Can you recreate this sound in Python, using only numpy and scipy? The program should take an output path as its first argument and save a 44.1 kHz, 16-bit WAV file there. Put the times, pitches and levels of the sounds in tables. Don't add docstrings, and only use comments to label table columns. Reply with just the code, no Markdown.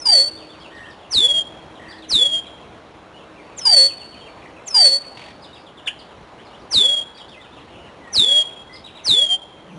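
import sys
import numpy as np
from scipy import signal
from scipy.fft import rfft, irfft, next_fast_len
from scipy.io import wavfile
from scipy.ndimage import uniform_filter1d, map_coordinates

SR = 44100
rng = np.random.default_rng(int(sys.argv[2]) if len(sys.argv) > 2 else 0)


def generate_wav(sig):
    pcm = np.round(np.clip(np.atleast_2d(sig).T, -1, 1) * 32767).astype(np.int16)
    wavfile.write(sys.argv[1], SR, pcm)


def level_to_linear(level):
    exponent = np.asarray(level, float) / 20
    return 10 ** exponent


N = 431298


def unit(x):
    return x / np.sqrt(np.mean(x ** 2) + 1e-20)


def along(points, hz):
    point_hz, value = np.transpose(points)
    return np.interp(np.log(hz + 1), np.log(point_hz + 1), value)


def curves(rows):
    s, *columns = np.transpose(rows)
    return [np.interp(np.arange(N) / SR, s, column) for column in columns]


def wobble(rate, size=N):
    knots = rng.standard_normal(int(size * rate / SR) + 4)
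    return map_coordinates(knots, [np.arange(size) * rate / SR])


def filtered(x, response):
    m = next_fast_len(N + SR // 2)
    return irfft(rfft(x, m) * response(np.fft.rfftfreq(m, 1 / SR)), m)[:N]


def resonance(hz, centre_hz, width_hz):
    damping = 1j * hz * width_hz
    return damping / (centre_hz ** 2 - hz ** 2 + damping)


def notch(offset, width, depth_db):
    return (offset + 1j * width * level_to_linear(-depth_db)) / (offset + 1j * width)


# pitch_hz, density_db [dB per Hz]
AIR_COLOUR = [(10, -46), (22, -19.5), (40, -17.5), (60, -5.5), (150, -8), (300, -6), (650, -5.5),
              (1000, -8), (1800, -17), (2900, -21), (4000, -23), (5000, -33.5), (5600, -32.5), (8000, -68),
              (22000, -120)]
# start_s, upper_level_db, lower_level_db
DOVE_HUM = [(0.0, -51.5, -65), (0.43, -45, -58), (0.98, -57.5, -65), (1.2, -53.5, -53.5),
            (2.15, -44, -56), (2.4, -51, -54.5), (5.4, -56, -60.5), (7.9, -61.5, -62), (8.6, -59, -65),
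            (9.0, -53, -55), (9.5, -59, -60.5), (9.78, -47, -36.5)]


def valley():
    z = signal.stft(rng.standard_normal(N), nperseg=512)[2]
    patches = uniform_filter1d(rng.standard_normal(z.shape), size=5, axis=0)
    patches = uniform_filter1d(patches, size=10, axis=1)
    noise = signal.istft(z * level_to_linear(1.5 * unit(patches)), nperseg=512)[1][:N]
    coloured = filtered(noise, lambda hz: level_to_linear(along(AIR_COLOUR, hz)))
    air = level_to_linear(-43 + wobble(2.5)) * unit(coloured)
    upper_db, lower_db = curves(DOVE_HUM)
    t = np.arange(N) / SR
    upper = level_to_linear(upper_db + 1.5 * wobble(9.8)) * np.sin(2 * np.pi * 317 * t + 2.7 * wobble(6.9))
    lower = level_to_linear(lower_db + 1.5 * wobble(8)) * np.sin(2 * np.pi * 175 * t + 2.0 * wobble(51))
    return air + upper + lower


# pitch_hz, t60_s
CANOPY_DECAY = [(500, .6), (3000, 0.82), (5000, 1), (9000, 0.28)]


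def trees(x, t60_scale, gap_s):
    hz, t, z = signal.stft(rng.standard_normal(SR), SR, nperseg=256)
    t60 = t60_scale * along(CANOPY_DECAY, hz)[:, None]
    tail = signal.istft(z * level_to_linear(-60 * t / t60), SR, nperseg=256)[1]
    tail = np.pad(tail / np.linalg.norm(tail), (int(abs(gap_s) * SR), 0))
    return signal.fftconvolve(x, tail)[:N]


# centre_s, half_width_ms, depth_db
ECHO_FADES = [(0.041, 4.8, 29), (0.055, 2.1, 11), (0.081, 4.2, 13), (0.113, 5.2, 17), (0.149, 1.4, 8),
              (0.166, 4.0, 10), (0.194, 1.9, 7), (3.69, 2.6, 6), (0.252, 3.7, 18), (0.265, 4.4, 11),
              (1.334, 6.4, 11), (1.401, 4.1, 13), (2.287, 3.8, 7), (2.314, 9.8, 16), (3.709, 2.6, 16),
              (3.722, 3.9, 20), (3.741, 1.4, 8), (4.796, 2.0, 13), (4.813, 1.1, 6), (4.84, 3.2, 10),
              (4.864, 1.3, 6), (4.95, 2.4, 8), (6.957, 5.6, 18), (7.004, 4.7, 22), (8.234, 1.8, 13),
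              (8.261, 4.6, 12), (8.28, 2.6, 11), (9.26, 5.0, 21), (9.286, 11.9, 30), (9.338, 2.0, 9)]
# centre_s, half_width_ms, depth_db
WIDE_FADE = (7.2, 30, 7)


def fading(t):
    dips = [notch(t - s, ms / 1e3, db) for s, ms, db in ECHO_FADES + [WIDE_FADE]]
    return np.prod(dips, axis=0)


def glide(rows, settle_hz, overtone_db):
    s, hz, db = np.transpose(rows)
    out = np.zeros(N)
    first = max(round(s[0] * SR), 0)
    t = np.arange(first, round(s[-1] * SR)) / SR
    rest = hz.min() - settle_hz
    pitch = rest + np.exp(np.interp(t, s, np.log(hz - rest)))
    pitch = uniform_filter1d(pitch, size=150, mode="nearest")
    rasp = .125 * wobble(500, size=len(t)) + 0.038 * wobble(4000, size=len(t))
    phase = 2 * np.pi * np.cumsum(pitch) / SR + rasp
    edge = np.minimum(1, np.minimum(t - t[0], t[-1] - t) / 0.0012)
    level = uniform_filter1d(level_to_linear(np.interp(t, s, db)), size=120)
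    tone = np.imag(fading(t) * np.exp(1j * phase)) + level_to_linear(overtone_db) * np.sin(2 * phase)
    out[first:first + len(t)] = np.sqrt(2) * edge * level * tone
    return out


# pitch_hz, width_hz, depth_db
BRANCH_NOTCHES = [(3362, 12, 12), (3450, 30, 9), (3510, 42, 8), (3548, 16, 10), (3593, 51, 20),
                  (3649, 24, 10), (3697, 35, 14), (3763, 27, 10), (3808, 25, 17), (3872, 60, 18),
                  (3930, 18, 13), (4009, 60, 22), (4110, 45, 14), (4241, 35, 21)]


def branches(hz):
    spots = np.arange(1, 8) + rng.uniform(-.35, .35, size=7)
    twigs = [(4300 + 270 * spot, 64, 19) for spot in spots]
    comb = np.prod([notch(hz - c, -width, db) for c, width, db in BRANCH_NOTCHES + twigs], axis=0)
    return comb / np.sqrt(uniform_filter1d(np.abs(comb) ** 2, size=3000))


# after_onset_s, pitch_hz, level_db [under full voice]
LOW_OPENING = [
    (-.016, 6292, -45),
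    (0, 5982, -16),
    (.02, 4880, -7),
    (.045, 3943, -1),
    (.075, 3590, 1.5),
    (.105, 3456, -0.5),
    (.15, 3361, -2),
]
HIGH_OPENING = [
    (0, 4960, -6.5),
    (.014, 4830, -4.5),
    (0.071, 4627, 0),
    (0.136, 4423, 0),
]
SQUEAK = [
    (-.09, 7550, -50),
    (-.074, 7250, -27),
    (-.06, 5950, -20),
    (-.05, 5800, -36),
    (-.046, 5340, -38),
    (-.036, 5310, -22),
    (-.018, 5210, -26),
    (-.003, 5010, -24),
]
# start_s, opening_stretch, level_db, end_pitch_hz, breath_loss_db
LOW_WHISTLES = [
    (1.116, 1.024, -13, 3224, -7),
    (2.097, .92, -13, 3216, -9.5),
    (6.716, 0.98, -11.5, 3253, -14),
    (8.135, 1.01, -11.5, 3266, -3),
    (9.051, 0.99, -12.5, 3160, -5),
]
HIGH_WHISTLES = [
    (.056, 0.96, -8.5, 4516, -15.5),
    (3.654, 0.99, -7.5, 4450, -5.5),
    (4.745, .97, -7, 4465, -15),
]
LINGER_S_PER_DB = .0013
RELEASE_S, RELEASE_DB = .026, -24


def whistles(calls, opening, plain_s):
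    out = np.zeros(N)
    for s, stretch, db, end_hz, sag_db in calls:
        length = plain_s - LINGER_S_PER_DB * sag_db
        close = [(length, end_hz, sag_db), (length + RELEASE_S, end_hz, sag_db + RELEASE_DB)]
        rows = np.vstack([np.multiply(opening, [stretch, 1, 1]), close]) + [s, 0, db]
        call = glide(rows, settle_hz=115.0, overtone_db=-36.5)
        near = level_to_linear(-11) * trees(call, 0.09, 0.0034)
        settled = filtered(call, lambda hz: .15 + resonance(hz, end_hz + 10, 190))
        slope_db = -22 - 2.5 * (end_hz / 1000 - 3.0)
        out += level_to_linear(1.0) * call + near + level_to_linear(slope_db) * trees(settled, 1.03, .02)
    return out


def eagle():
    low = whistles(LOW_WHISTLES, LOW_OPENING, .284)
    high = whistles(HIGH_WHISTLES, SQUEAK + HIGH_OPENING, 0.2056)
    return filtered(low, branches) + high


# start_s, top_pitch_hz, level_db
FLICKED_CHIPS = [
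    (.364, 3900, -50),
    (.49, 3800, -51.5),
    (.606, 3600, -49),
    (7.283, 3900, -49),
    (7.4, 3800, -50.5),
    (7.52, 3900, -52),
]
# start_s, top_pitch_hz, level_db
NEAR_PIPS = [
    (1.885, 4880, -46),
    (2.452, 4050, -50),
    (5.53, 3950, -48.5),
    (8.728, 5190, -45.5),
    (8.842, 4040, -42.5),
    (8.95, 4026, -45),
]
# start_s, length_s, start_pitch_hz, level_db
FALLING_SWEEPS = [(0.271, 0.024, 3514, -49.5), (.6, 0.028, 5500, -55), (.75, 0.024, 5500, -56),
                  (0.769, .02, 4050, -49.5), (.9, 0.022, 5800, -56), (0.987, 0.023, 3800, -52),
                  (1.754, 0.034, 3980, -48), (1.832, .04, 3400, -55), (1.98, 0.014, 5000, -53),
                  (2.022, 0.027, 3830, -43.5), (3.188, .05, 3660, -56), (3.36, .05, 2800, -51.5),
                  (3.595, 0.026, 3960, -44.5), (3.87, 0.045, 3500, -41.5), (3.99, 0.041, 3610, -49.5),
                  (4.118, 0.038, 3330, -48.5), (4.257, .035, 3000, -48), (4.375, .012, 2500, -52),
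                  (4.42, 0.014, 2600, -46), (4.454, 0.0097, 2490, -43.5), (4.56, 0.046, 2770, -52),
                  (5.432, 0.022, 4600, -46), (5.66, .03, 3900, -48.5), (5.771, .03, 3800, -47),
                  (5.989, 0.022, 5100, -50), (6.0, 0.024, 3900, -49), (6.449, .03, 5400, -56),
                  (6.594, 0.034, 5850, -59), (7.18, .04, 4006, -45), (7.598, 0.023, 4260, -53)]
RISING_SWEEPS = [
    (.686, .035, 1420, -55),
    (.69, .04, 2900, -53),
    (.83, .04, 2700, -52),
    (5.869, .005, 1575, -33),
    (6.382, .03, 2850, -52.5),
    (6.53, .03, 2850, -50.5),
    (7.165, .015, 4360, -48),
    (7.283, .015, 4400, -50.5),
    (8.712, .018, 3715, -55),
]
# start_s, length_s, start_pitch_hz, level_db, hoarseness
HOARSE_NOTES = [
    (.718, .18, 1880, -44.5, 1.1),
    (1.794, 0.183, 1920, -46.5, 1.6),
    (1.908, .023, 5136, -52, .5),
    (4.209, 0.035, 3267, -46, 0.34),
    (5.419, .02, 5000, -49.5, .6),
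    (5.545, .083, 4950, -59, .9),
    (7.144, .035, 4700, -49.5, .3),
    (7.68, 0.22, 2980, -54, 1.86),
]
# start_s, length_s, start_pitch_hz, end_pitch_hz, level_db
CLEAR_PIPES = [
    (2.04, .015, 4000, 3950, -46),
    (3.138, .045, 2900, 3000, -52),
    (3.4, .15, 4500, 4500, -64),
    (4.169, .035, 3100, 2900, -50),
    (5.458, .06, 3000, 2880, -54),
    (7.366, .055, 2080, 1950, -48),
    (8.01, .08, 2030, 1850, -48.5),
    (8.56, .06, 2620, 2600, -55),
    (8.696, .065, 2000, 2115, -45),
]
FLICK_S, SWEEP_HOARSE = .022, .14


def chirps():
    notes = []
    for rows, first, drop_s in ((FLICKED_CHIPS, .89, .048), (NEAR_PIPS, 0.94, 0.027)):
        notes += [(s, FLICK_S, first * hz, hz, db + 1.0, SWEEP_HOARSE) for s, hz, db in rows]
        notes += [(s + FLICK_S, drop_s, .95 * hz, .63 * hz, db, SWEEP_HOARSE) for s, hz, db in rows]
    flock = [(u * N / SR, .04, 3300 * (.8 + .4 * v), -61 + 5 * w) for u, v, w in rng.random(size=(60, 3))]
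    notes += [(s, length, hz, .72 * hz, db, SWEEP_HOARSE) for s, length, hz, db in FALLING_SWEEPS + flock]
    notes += [(s, length, hz, 1.33 * hz, db, SWEEP_HOARSE) for s, length, hz, db in RISING_SWEEPS]
    notes += [(s, length, hz, 0.96 * hz, db, hoarse) for s, length, hz, db, hoarse in HOARSE_NOTES]
    return notes + [(*row, .25) for row in CLEAR_PIPES]


def songbirds():
    dry = np.zeros(N + SR)
    for s, length, start_hz, end_hz, db, hoarse in chirps():
        u = np.arange(round(length * SR)) / (length * SR)
        bend = u if end_hz < start_hz else u ** 2.0
        pitch = start_hz * (end_hz / start_hz) ** bend
        smear = 1.9 * hoarse * (start_hz / 3500) ** 1.5 * wobble(300, size=len(u))
        phase = 2 * np.pi * np.cumsum(pitch) / SR + smear
        flutter = level_to_linear(db + 3.2 * wobble(140, size=len(u)))
        dry[round(s * SR):][:len(u)] += flutter * np.sin(np.pi * u) ** 0.13 * np.sin(phase)
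    return 1.29 * dry[:N] + level_to_linear(-0.3) * trees(dry[:N], 0.3, .004)


# start_s, length_s, pulse_rate_hz, level_db
SCOLD = (5.172, .15, 45, -41)


def rattle():
    s, length, beat, db = SCOLD
    t = np.arange(N) / SR - s
    decay_db = -18 * (t * beat % 1) - 35 * np.clip(t, 0, length)
    puffs = (t > 0) * (t < length) * level_to_linear(decay_db)
    dry = filtered(puffs * rng.standard_normal(N), lambda hz: resonance(hz, 2600, 2600) ** 3)
    return level_to_linear(db + 16.5) * (dry + level_to_linear(-8) * trees(dry, 0.39, 0.0017))


# start_s, pitch_hz, level_db
CHUCK_FALL = [
    (5.86, 3685, -38),
    (5.873, 3447, -32),
    (5.875, 3215, -16.5),
    (5.879, 2710, -19),
    (5.881, 2170, -17),
    (5.882, 1867, -45),
]


def chuck():
    note = glide(CHUCK_FALL, settle_hz=950, overtone_db=-29)
    bounce = level_to_linear(1.5) * np.roll(note, 320)
    near = level_to_linear(-3.0) * trees(note, 0.16, 0.008)
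    far = level_to_linear(-15.0) * trees(note, 0.69, 0.023)
    return note + filtered(bounce + near + far, lambda hz: resonance(hz, 3000, 800) ** 2)


def scene():
    return (valley() + eagle() + songbirds() + rattle() + chuck())[None]


def band_limit(x):
    return signal.sosfilt(signal.butter(12, 11200, fs=SR, output="sos"), x)


# pitch_hz, level_db
PLAYBACK_FILTER = [(20, -0.5), (9000, -0.5), (10500, -2), (11000, -14), (11400, -60), (22000, -90)]
CAMERA_HZ, STREAM_HZ = 16000, 48000


def record(dry):
    stream = signal.resample_poly(dry[0], 160, 147)
    mirror = stream * np.cos(2 * np.pi * CAMERA_HZ * np.arange(len(stream)) / STREAM_HZ)
    mirror = signal.sosfilt(signal.butter(2, 15000, fs=STREAM_HZ, output="sos"), mirror)
    stream = stream + level_to_linear(-18) * mirror
    stream = stream + 0.022 * stream ** 2
    stream = stream / (1 + np.abs(stream / 0.54) ** 6) ** (1 / 6)
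    half = stream[np.arange(N // 2) * 2 * STREAM_HZ // SR]
    played = signal.resample(half, 2 * len(half))
    played = filtered(played, lambda hz: level_to_linear(along(PLAYBACK_FILTER, hz)))
    return band_limit(played[None])


dry = scene()
out = record(dry)
generate_wav(out)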